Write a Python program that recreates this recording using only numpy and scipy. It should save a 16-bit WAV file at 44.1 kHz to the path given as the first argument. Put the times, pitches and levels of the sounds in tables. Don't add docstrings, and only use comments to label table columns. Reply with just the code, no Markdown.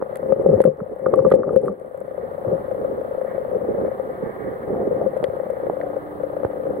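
import sys
import numpy as np
from scipy import signal
from scipy.fft import rfft, irfft, next_fast_len
from scipy.io import wavfile
from scipy.ndimage import uniform_filter1d, minimum_filter1d, map_coordinates

SR = 44100
rng = np.random.default_rng(int(sys.argv[2]) if len(sys.argv) > 2 else 0)


def to_wav(s):
    ch = np.atleast_2d(s).T
    pcm = np.round(np.clip(ch, -1, 1) * 32767)
    wavfile.write(sys.argv[1], SR, pcm.astype(np.int16))


N = 299880
TIME_S = np.arange(N) / SR

# frequency in Hz, width in Hz, gain in dB at the left microphone, gain in dB at the right.
CASE_MODES = [(80.6, 14, -31, -33.5), (150, 14, -19.5, -19), (217.1, 55, -15.5, -13),
              (297, 130, -29.5, -16), (400.3, 63, -36.5, -9), (453, 65, -16, -3.5), (525, 32.7, 7, -27),
              (762, 170, -15, -12.5), (1164, 210, -5, -13.5)]
# start in seconds, level in dB, left-right bias in dB, hardness in Hz.
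CASE_KNOCKS = [(0.024, -4.5, -15, 946), (0.322, 3.5, 13.5, 660), (0.395, -4.5, -5.5, 554),
               (0.461, 3, 0, 600), (0.488, -1.5, -5.5, 503), (0.529, -0.5, 14, 423), (0.603, 5, 0, 648),
               (0.652, 10.5, 12, 559), (0.673, 5.5, 0, 440), (1.064, 1, 0, 702), (1.083, -2.5, 6, 477),
               (1.138, 5.5, -6.5, 710), (1.174, 2, 15, 499), (1.191, -2.5, -2.5, 488),
               (1.249, 3.5, -7, 576), (1.263, 8.5, 8, 508), (1.317, 7.5, -3.5, 688), (1.338, 12, 0, 558),
               (1.562, 13, 5, 492), (2.479, -15, 7, 673), (2.532, -9.5, 1, 590), (3.529, -13, 5, 604),
               (3.997, -10, 15, 710), (4.75, -17, -0.5, 840), (4.945, -14, 9.5, 452), (5.013, -9, 3, 745),
               (5.062, -4.5, 12.5, 496), (5.228, -7.5, -33, 800), (5.241, -5, 12, 720),
               (5.698, -7.5, -7.5, 833), (6.433, -8.5, 20, 810), (6.449, -3.5, -14, 870)]
# start and end in seconds, level in dB, left-right bias in dB.
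RUB_SURGES = [(0.0, 0.009, -24, 5), (0.194, 0.456, -25, 2.5), (0.433, 0.573, -18.5, 4),
              (0.635, 0.679, -13, 3.5), (0.774, 0.838, -24.5, -3), (0.908, 0.918, -23, -5),
              (0.99, 1.276, -18, 3), (1.33, 1.406, -8.5, 3.5), (1.44, 1.542, -13.5, 3),
              (1.58, 1.714, -14, 2), (1.737, 1.888, -34.5, 2), (2.12, 2.253, -33, 2),
              (2.445, 2.541, -24, 2), (2.655, 2.995, -30.5, -4), (3.443, 3.65, -31, 2.5),
              (3.623, 3.872, -26, -7), (3.998, 4.15, -34, -1.5), (4.196, 4.275, -27, -6.5),
              (4.364, 4.502, -28.5, -10.5), (4.582, 4.926, -24, -2), (4.931, 5.045, -25.5, 0),
              (5.597, 5.722, -34.5, -4), (6.598, 6.809, -35, -4)]
# middle in seconds, peak in dB, pitch in Hz, length in seconds.
WATER_GULPS = [(0.328, -17.5, 201.6, 0.013), (0.505, -16, 157.6, 0.055), (0.555, -19.5, 105.3, 0.035),
               (0.676, -5.5, 175.6, 0.024), (0.821, -11, 181, 0.0095), (1.21, -17.5, 136.7, 0.017),
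               (1.262, -15.5, 187, 0.031), (1.325, -15.5, 193.5, 0.028), (1.7, -15.5, 202.6, 0.041),
               (2.48, -24, 119, 0.019), (2.535, -25, 175.4, 0.044), (5.289, -26.5, 136.5, 0.0099),
               (6.458, -26, 90.5, 0.017)]
# start in seconds, level in dB, pitch in Hz, t60 in seconds.
PITCHED_POPS_AND_TAPS = [(0.014, -10, 1010, 0.0056), (0.322, -26, 1276, 0.022), (0.603, -13, 1087, 0.0089),
                         (0.639, -13, 1370, 0.01), (0.803, -16.5, 1273, 0.018), (1.061, -11.5, 1218, 0.039),
                         (1.138, -8, 1150, 0.036), (1.19, -16, 1136, 0.038), (1.249, -13.5, 1163, 0.046),
                         (1.314, -13.5, 1225, 0.054), (1.433, -11.5, 1190, 0.028), (1.492, -18, 1230, 0.04),
                         (1.56, -17.5, 1265, 0.018), (1.681, -11.5, 1175, 0.044), (2.578, -34, 1180, 0.03),
                         (5.697, -21.5, 727, 0.039), (5.813, -23.5, 1850, 0.011),
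                         (6.447, -21, 1500, 0.0053)]
# start and end in seconds, level in dB.
STEP_SPELLS = [(0.026, 0.6, -15), (0.761, 1.0, -14), (1.811, 2.2, -15.5), (2.212, 2.7, -17.5),
               (2.712, 3.93, -16), (5.132, 5.99, -15), (6.199, 6.8, -17)]
HARD_STEPS_S = [1.945, 2.012, 2.18, 2.446, 2.712, 2.846, 3.38, 5.165, 5.5, 5.966, 6.233, 6.366, 6.666]
# time in seconds, level in dB, clack offset in dB.
GRIT_HITS = [(0.156, -27, -6.5), (0.17, -30, -9), (0.323, -42, 7), (0.602, -36, 5.5), (0.616, -25.5, -7),
             (0.6396, -29, -8), (0.6566, -29.5, 2.5), (1.061, -42, 1.5), (1.1376, -32, 3),
             (1.1573, -29, -10.5), (1.3038, -33.5, -3), (1.3188, -28, 8.5), (1.3408, -26, -0.5),
             (1.5602, -30, 3), (1.9738, -39, -9), (2.0027, -34.5, -25.5), (5.1724, -41.5, -1),
             (5.2396, -36, 7.5), (5.5035, -40.5, -15.5), (5.8116, -55.5, 14.5), (6.368, -56, 10),
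             (6.433, -55, 10.5), (6.449, -45, 3.5), (6.634, -57, 10.5)]
# start and end in seconds, level in dB.
SAND_SCRAPES = [(0.65, 2.3, -65.5), (0.367, 0.601, -64.5), (0.622, 0.687, -56), (1.223, 1.407, -62),
                (1.493, 1.579, -59), (1.612, 1.698, -47.5)]
# start in seconds, level in dB.
STONE_CLINKS = [(0.156, -35), (5.241, -23.5)]
# frequency in Hz, gain in dB, t60 in seconds.
STONE_MODES = [(1980, 2.5, 0.014), (3330, -4.5, 0.01), (4440, -15.5, 0.011)]
# middle and length in seconds, level in dB.
GURGLE_CLUSTERS = [(4.777, 0.14, -32), (5.021, 0.11, -28), (5.83, 0.088, -35)]
# middle and length in seconds, boost in dB.
FIZZ_SWARMS = [(1.501, 2.1, 3), (3.325, 0.18, 8.5), (4.455, 0.7, 7), (5.582, 0.28, 8)]
# frequency in Hz, relative density in dB.
TICK_SPECTRUM = [(3000, -37.5), (5000, -22), (7300, -14.5), (8500, 2), (9800, -9), (11000, 2.5),
                 (13000, -15), (16000, -13.5)]
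CLACK_SPECTRUM = [(600, -29), (1400, 6), (2000, 7), (2550, -7.5), (3400, -7.5), (3800, -16), (4500, -13),
                  (5100, -35), (6000, -36.5)]
GURGLE_SPECTRUM = [(50, -84), (300, -30), (520, -4.5), (680, 9.5), (850, -4), (1100, -31), (2000, -48.5),
                   (5000, -110)]
WASH_SPECTRUM = [(25, -9.5), (80, 6), (200, 7.5), (280, -1.5), (450, 11), (780, 8), (1000, 1), (1300, 5),
                 (1700, -10), (2200, -23), (2500, -27.5), (3300, -27), (4500, -32.5), (5000, -55)]
FIZZ_SPECTRUM = [(600, -28.5), (1100, 1.5), (1400, -1), (1900, 1), (2250, -10), (2500, -30.5), (3300, -29),
                 (5000, -53.5)]
HISS_SPECTRUM = [(1000, -10.5), (4500, -8), (5200, -11), (7400, -8.5), (8300, 1.5), (9800, 1), (10700, 3),
                 (13000, 2), (15800, 6)]
# frequency in Hz, left-right correlation (clipped to +-1 in use).
WATER_CORRELATION = [(100, 0.38), (400, 0.4), (700, 1), (1400, -1.09), (2000, 0.45), (3100, 0.00026),
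                     (6000, -0.51)]


def knocks(attack_s=0.0027, free_ring_hz=596, damping_power=1.4):
    out, t = np.zeros((2, N)), np.arange(SR // 10) / SR
    for start_s, db, balance_db, hard_hz in CASE_KNOCKS:
        damping = (hard_hz / free_ring_hz) ** damping_power
        onset = 1 - np.exp(-t * damping ** 2 / attack_s)
        ring = case_impulse(hard_hz, damping) * panned(balance_db) * onset
        add(out, start_s, amp(db) * ring / np.abs(ring).max())
    return filtered(out, lambda hz: 1j * hz / (1j * hz + 110))


def rubbing(current_db=-37.5, rise_share=0.46, release_s=0.027, rough_db=3.0, trim_db=-3.5):
    power = (amp(current_db - 1.6 * wobble(7.5)) * panned(-2)) ** 2
    for start_s, end_s, db, balance_db in RUB_SURGES:
        rise = np.clip((TIME_S - start_s) / (rise_share * (end_s - start_s)), 0, 1)
        release = np.exp(-np.maximum(TIME_S - end_s, 0) / release_s)
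        power += (amp(db) * rise * release * panned(balance_db)) ** 2
    force = rng.standard_normal(N) + 0.55 * rng.standard_normal((2, N))
    force *= amp(rough_db * wobble(130) + 0.57 * wobble(28))
    ring = case_ring(force, hard_hz=550, damping=1.115)
    bass = filtered(ring.mean(axis=0), lambda hz: hz < 430)
    return ring / bass.std() * amp(trim_db) * np.sqrt(power)


def gulps(fall=0.245):
    out, t = np.zeros((2, N)), np.arange(-SR // 10, SR // 10) / SR
    for middle_s, db, hz, length_s in WATER_GULPS:
        glide_hz = hz * np.exp(-fall * np.tanh(t / length_s))
        phase = 2 * np.pi * (np.cumsum(glide_hz) / SR + rng.random())
        add(out, middle_s + t[0], amp(db) * np.sin(phase) * np.exp(-(2 * t / length_s) ** 2))
    return out


def pops_and_taps(attack_s=0.00084, detune=0.09, neighbour_db=-8):
    out, t = np.zeros((2, N)), np.arange(SR // 10) / SR
    onset = 1 - np.exp(-(t / attack_s) ** 2)
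    for start_s, db, hz, t60_s in PITCHED_POPS_AND_TAPS:
        neighbour_hz = hz * np.exp(detune * rng.standard_normal((2, 1)))
        neighbours = np.sin(2 * np.pi * neighbour_hz * t).sum(axis=0)
        ring = np.sin(2 * np.pi * hz * t) + amp(neighbour_db) * neighbours
        add(out, start_s, amp(db - 60 * t / t60_s) * ring * onset)
    return out


def lens_motor(frame_hz=29.97, jitter_s=0.00082, attack_s=0.0023, scatter_db=1.85, hard_db=6):
    def mount(hz, centre_hz=600, width_hz=300):
        return resonance(hz, centre_hz, width_hz) ** 2

    out, t = np.zeros((2, N)), np.arange(SR // 10) / SR
    onset = 1 - np.exp(-(t / attack_s) ** 2)
    ring = filtered(case_impulse(hard_hz=1040, damping=1.43), mount) * panned(7.9) * onset
    clack = amp(-17) * case_impulse(hard_hz=1380, damping=4.5)
    tick = amp(-47 - 60 * t / 0.004) * np.sin(2 * np.pi * 8700 * t)
    step = ring / np.abs(ring).max() + clack + tick
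    for start_s, end_s, db in STEP_SPELLS:
        for step_s in np.arange(start_s, end_s, 1 / frame_hz):
            size, lag = rng.standard_normal(2)
            is_hard = np.abs(step_s - np.array(HARD_STEPS_S)).min() < 0.5 / frame_hz
            accent_db = hard_db if is_hard else scatter_db * size
            add(out, step_s + jitter_s * lag, step * amp(db + accent_db))
    return out


def grit(tick_t60_s=0.01, clack_t60_s=0.029, trim_db=-5, clack_boost_db=4):
    out, t = np.zeros((2, N)), np.arange(SR // 20) / SR
    for hit_s, db, offset_db in GRIT_HITS:
        tick = coloured(rng.standard_normal((2, len(t))), TICK_SPECTRUM) * amp(-60 * t / tick_t60_s)
        clack = coloured(rng.standard_normal((2, len(t))), CLACK_SPECTRUM) * amp(-60 * t / clack_t60_s)
        add(out, hit_s + 0.001, amp(db + trim_db) * (tick + amp(offset_db + clack_boost_db) * clack))
    return out


def clinks(attack_s=0.0004):
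    out, t = np.zeros((2, N)), np.arange(SR // 10) / SR
    ring = sum(amp(db - 60 * t / t60_s) * np.sin(2 * np.pi * hz * t) for hz, db, t60_s in STONE_MODES)
    onset = 1 - np.exp(-(t / attack_s) ** 2)
    for start_s, db in STONE_CLINKS:
        add(out, start_s, amp(db) * ring * onset)
    return out


def scrapes(grain_db=6.5, rasp_db=2):
    strokes = np.zeros(N)
    for start_s, end_s, db in SAND_SCRAPES:
        progress = np.clip((TIME_S - start_s) / (end_s - start_s), 0, 1)
        strokes += amp(db) * np.sqrt(np.abs(np.sin(np.pi * progress)))
    catches = rng.standard_normal((2, N)) * amp(grain_db * wobble(400))
    return strokes * (coloured(catches, TICK_SPECTRUM) + amp(rasp_db) * coloured(catches, CLACK_SPECTRUM))


def gurgles():
    clusters = sum(amp(db) * swell(middle_s, length_s) for middle_s, length_s, db in GURGLE_CLUSTERS)
    return bubble_noise(GURGLE_SPECTRUM, churn_db=4) * clusters


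def river(wash_db=-37.5, fizz_db=-54, drift_db=2.0):
    swarm_db = sum(db * swell(middle_s, length_s) for middle_s, length_s, db in FIZZ_SWARMS)
    swarm_db += drift_db * wobble(4.8)
    wash = bubble_noise(WASH_SPECTRUM, churn_db=1.5) * amp(wash_db)
    fizz = bubble_noise(FIZZ_SPECTRUM, churn_db=2.0) * amp(fizz_db + swarm_db)
    return wash + fizz


def hum(hz=297.0, start_s=5.68, rise_s=0.13, rms_db=-41.5):
    running = np.clip((TIME_S - start_s) / rise_s, 0, 1)
    tone = np.sqrt(2) * np.sin(2 * np.pi * hz * TIME_S + 0.6 * wobble(6))
    return tone * amp(rms_db) * running * panned(-2.0)


def hiss(rms_db=-60.0):
    return coloured(rng.standard_normal((2, N)), HISS_SPECTRUM) * amp(rms_db) * panned(-2.5)


def case_ring(force, hard_hz, damping, contact_loss=1.065):
    def response(hz):
        modes = sum(amp([[left_db], [right_db]]) * resonance(hz, mode_hz, width_hz * damping)
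                    for mode_hz, width_hz, left_db, right_db in CASE_MODES)
        s = 1j * hz / hard_hz
        return modes / (1 + contact_loss * s + s * s) ** 2
    return filtered(force, response)


def case_impulse(hard_hz, damping):
    ring = case_ring(signal.unit_impulse(SR // 10), hard_hz, damping)
    return ring / np.abs(ring).max()


def bubble_noise(spectrum, churn_db):
    def mid_side(hz):
        angle = np.arccos(np.clip(along(WATER_CORRELATION, hz), -1, 1)) / 2
        return amp(along(spectrum, hz)) * [np.cos(angle), np.sin(angle)]
    churn = rng.standard_normal((2, N)) * amp(churn_db * wobble(60))
    mid, side = filtered(churn, mid_side)
    return unit_rms(np.array([mid + side, mid - side]))


def resonance(hz, centre_hz, width_hz):
    return 1j * hz * width_hz / (centre_hz ** 2 - hz ** 2 + 1j * hz * width_hz)


def amp(db):
    return 10 ** (np.asarray(db) / 20)


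def unit_rms(x):
    return x / np.sqrt(np.mean(x ** 2) + 1e-20)


def along(points, hz):
    knots_hz, values = np.transpose(points)
    return np.interp(np.log(hz + 1), np.log(knots_hz + 1), values)


def wobble(rate_hz):
    return map_coordinates(rng.standard_normal(int(N * rate_hz / SR) + 4), [TIME_S * rate_hz])


def swell(middle_s, length_s):
    return np.exp(-(2 * (TIME_S - middle_s) / length_s) ** 2)


def filtered(x, response):
    n = x.shape[-1]
    n_fft = next_fast_len(n + 4096)
    return irfft(rfft(x, n_fft) * response(np.fft.rfftfreq(n_fft, 1 / SR)), n_fft)[..., :n]


def coloured(x, spectrum):
    return unit_rms(filtered(x, lambda hz: amp(along(spectrum, hz))))


def panned(balance_db):
    gains = amp([[balance_db / 2], [-balance_db / 2]])
    return gains / np.sqrt(np.mean(gains ** 2))


def add(track, start_s, sound):
    start = max(round(start_s * SR), 0)
    part = track[:, start:start + sound.shape[-1]]
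    part += sound[..., :part.shape[-1]]


def scene():
    water = river() + rubbing() + gulps() + gurgles()
    contacts = knocks() + pops_and_taps() + clinks() + grit() + scrapes()
    return water + contacts + hum() + hiss() + lens_motor()


def record(dry, ceiling_db=-0.5, recovery_db_per_s=15, start_duck_db=5, top_hz=15900):
    peak_db = 20 * np.log10(np.abs(dry).max(axis=0) + 1e-9)
    over_db = np.maximum(peak_db - ceiling_db, 0)
    recovered_db = recovery_db_per_s * TIME_S
    duck_db = np.maximum.accumulate(np.maximum(over_db + recovered_db, start_duck_db)) - recovered_db
    gain = uniform_filter1d(minimum_filter1d(amp(-duck_db), size=100), size=100)
    return filtered(dry * gain, lambda hz: hz < top_hz)


dry = scene()
out = record(dry)
to_wav(out)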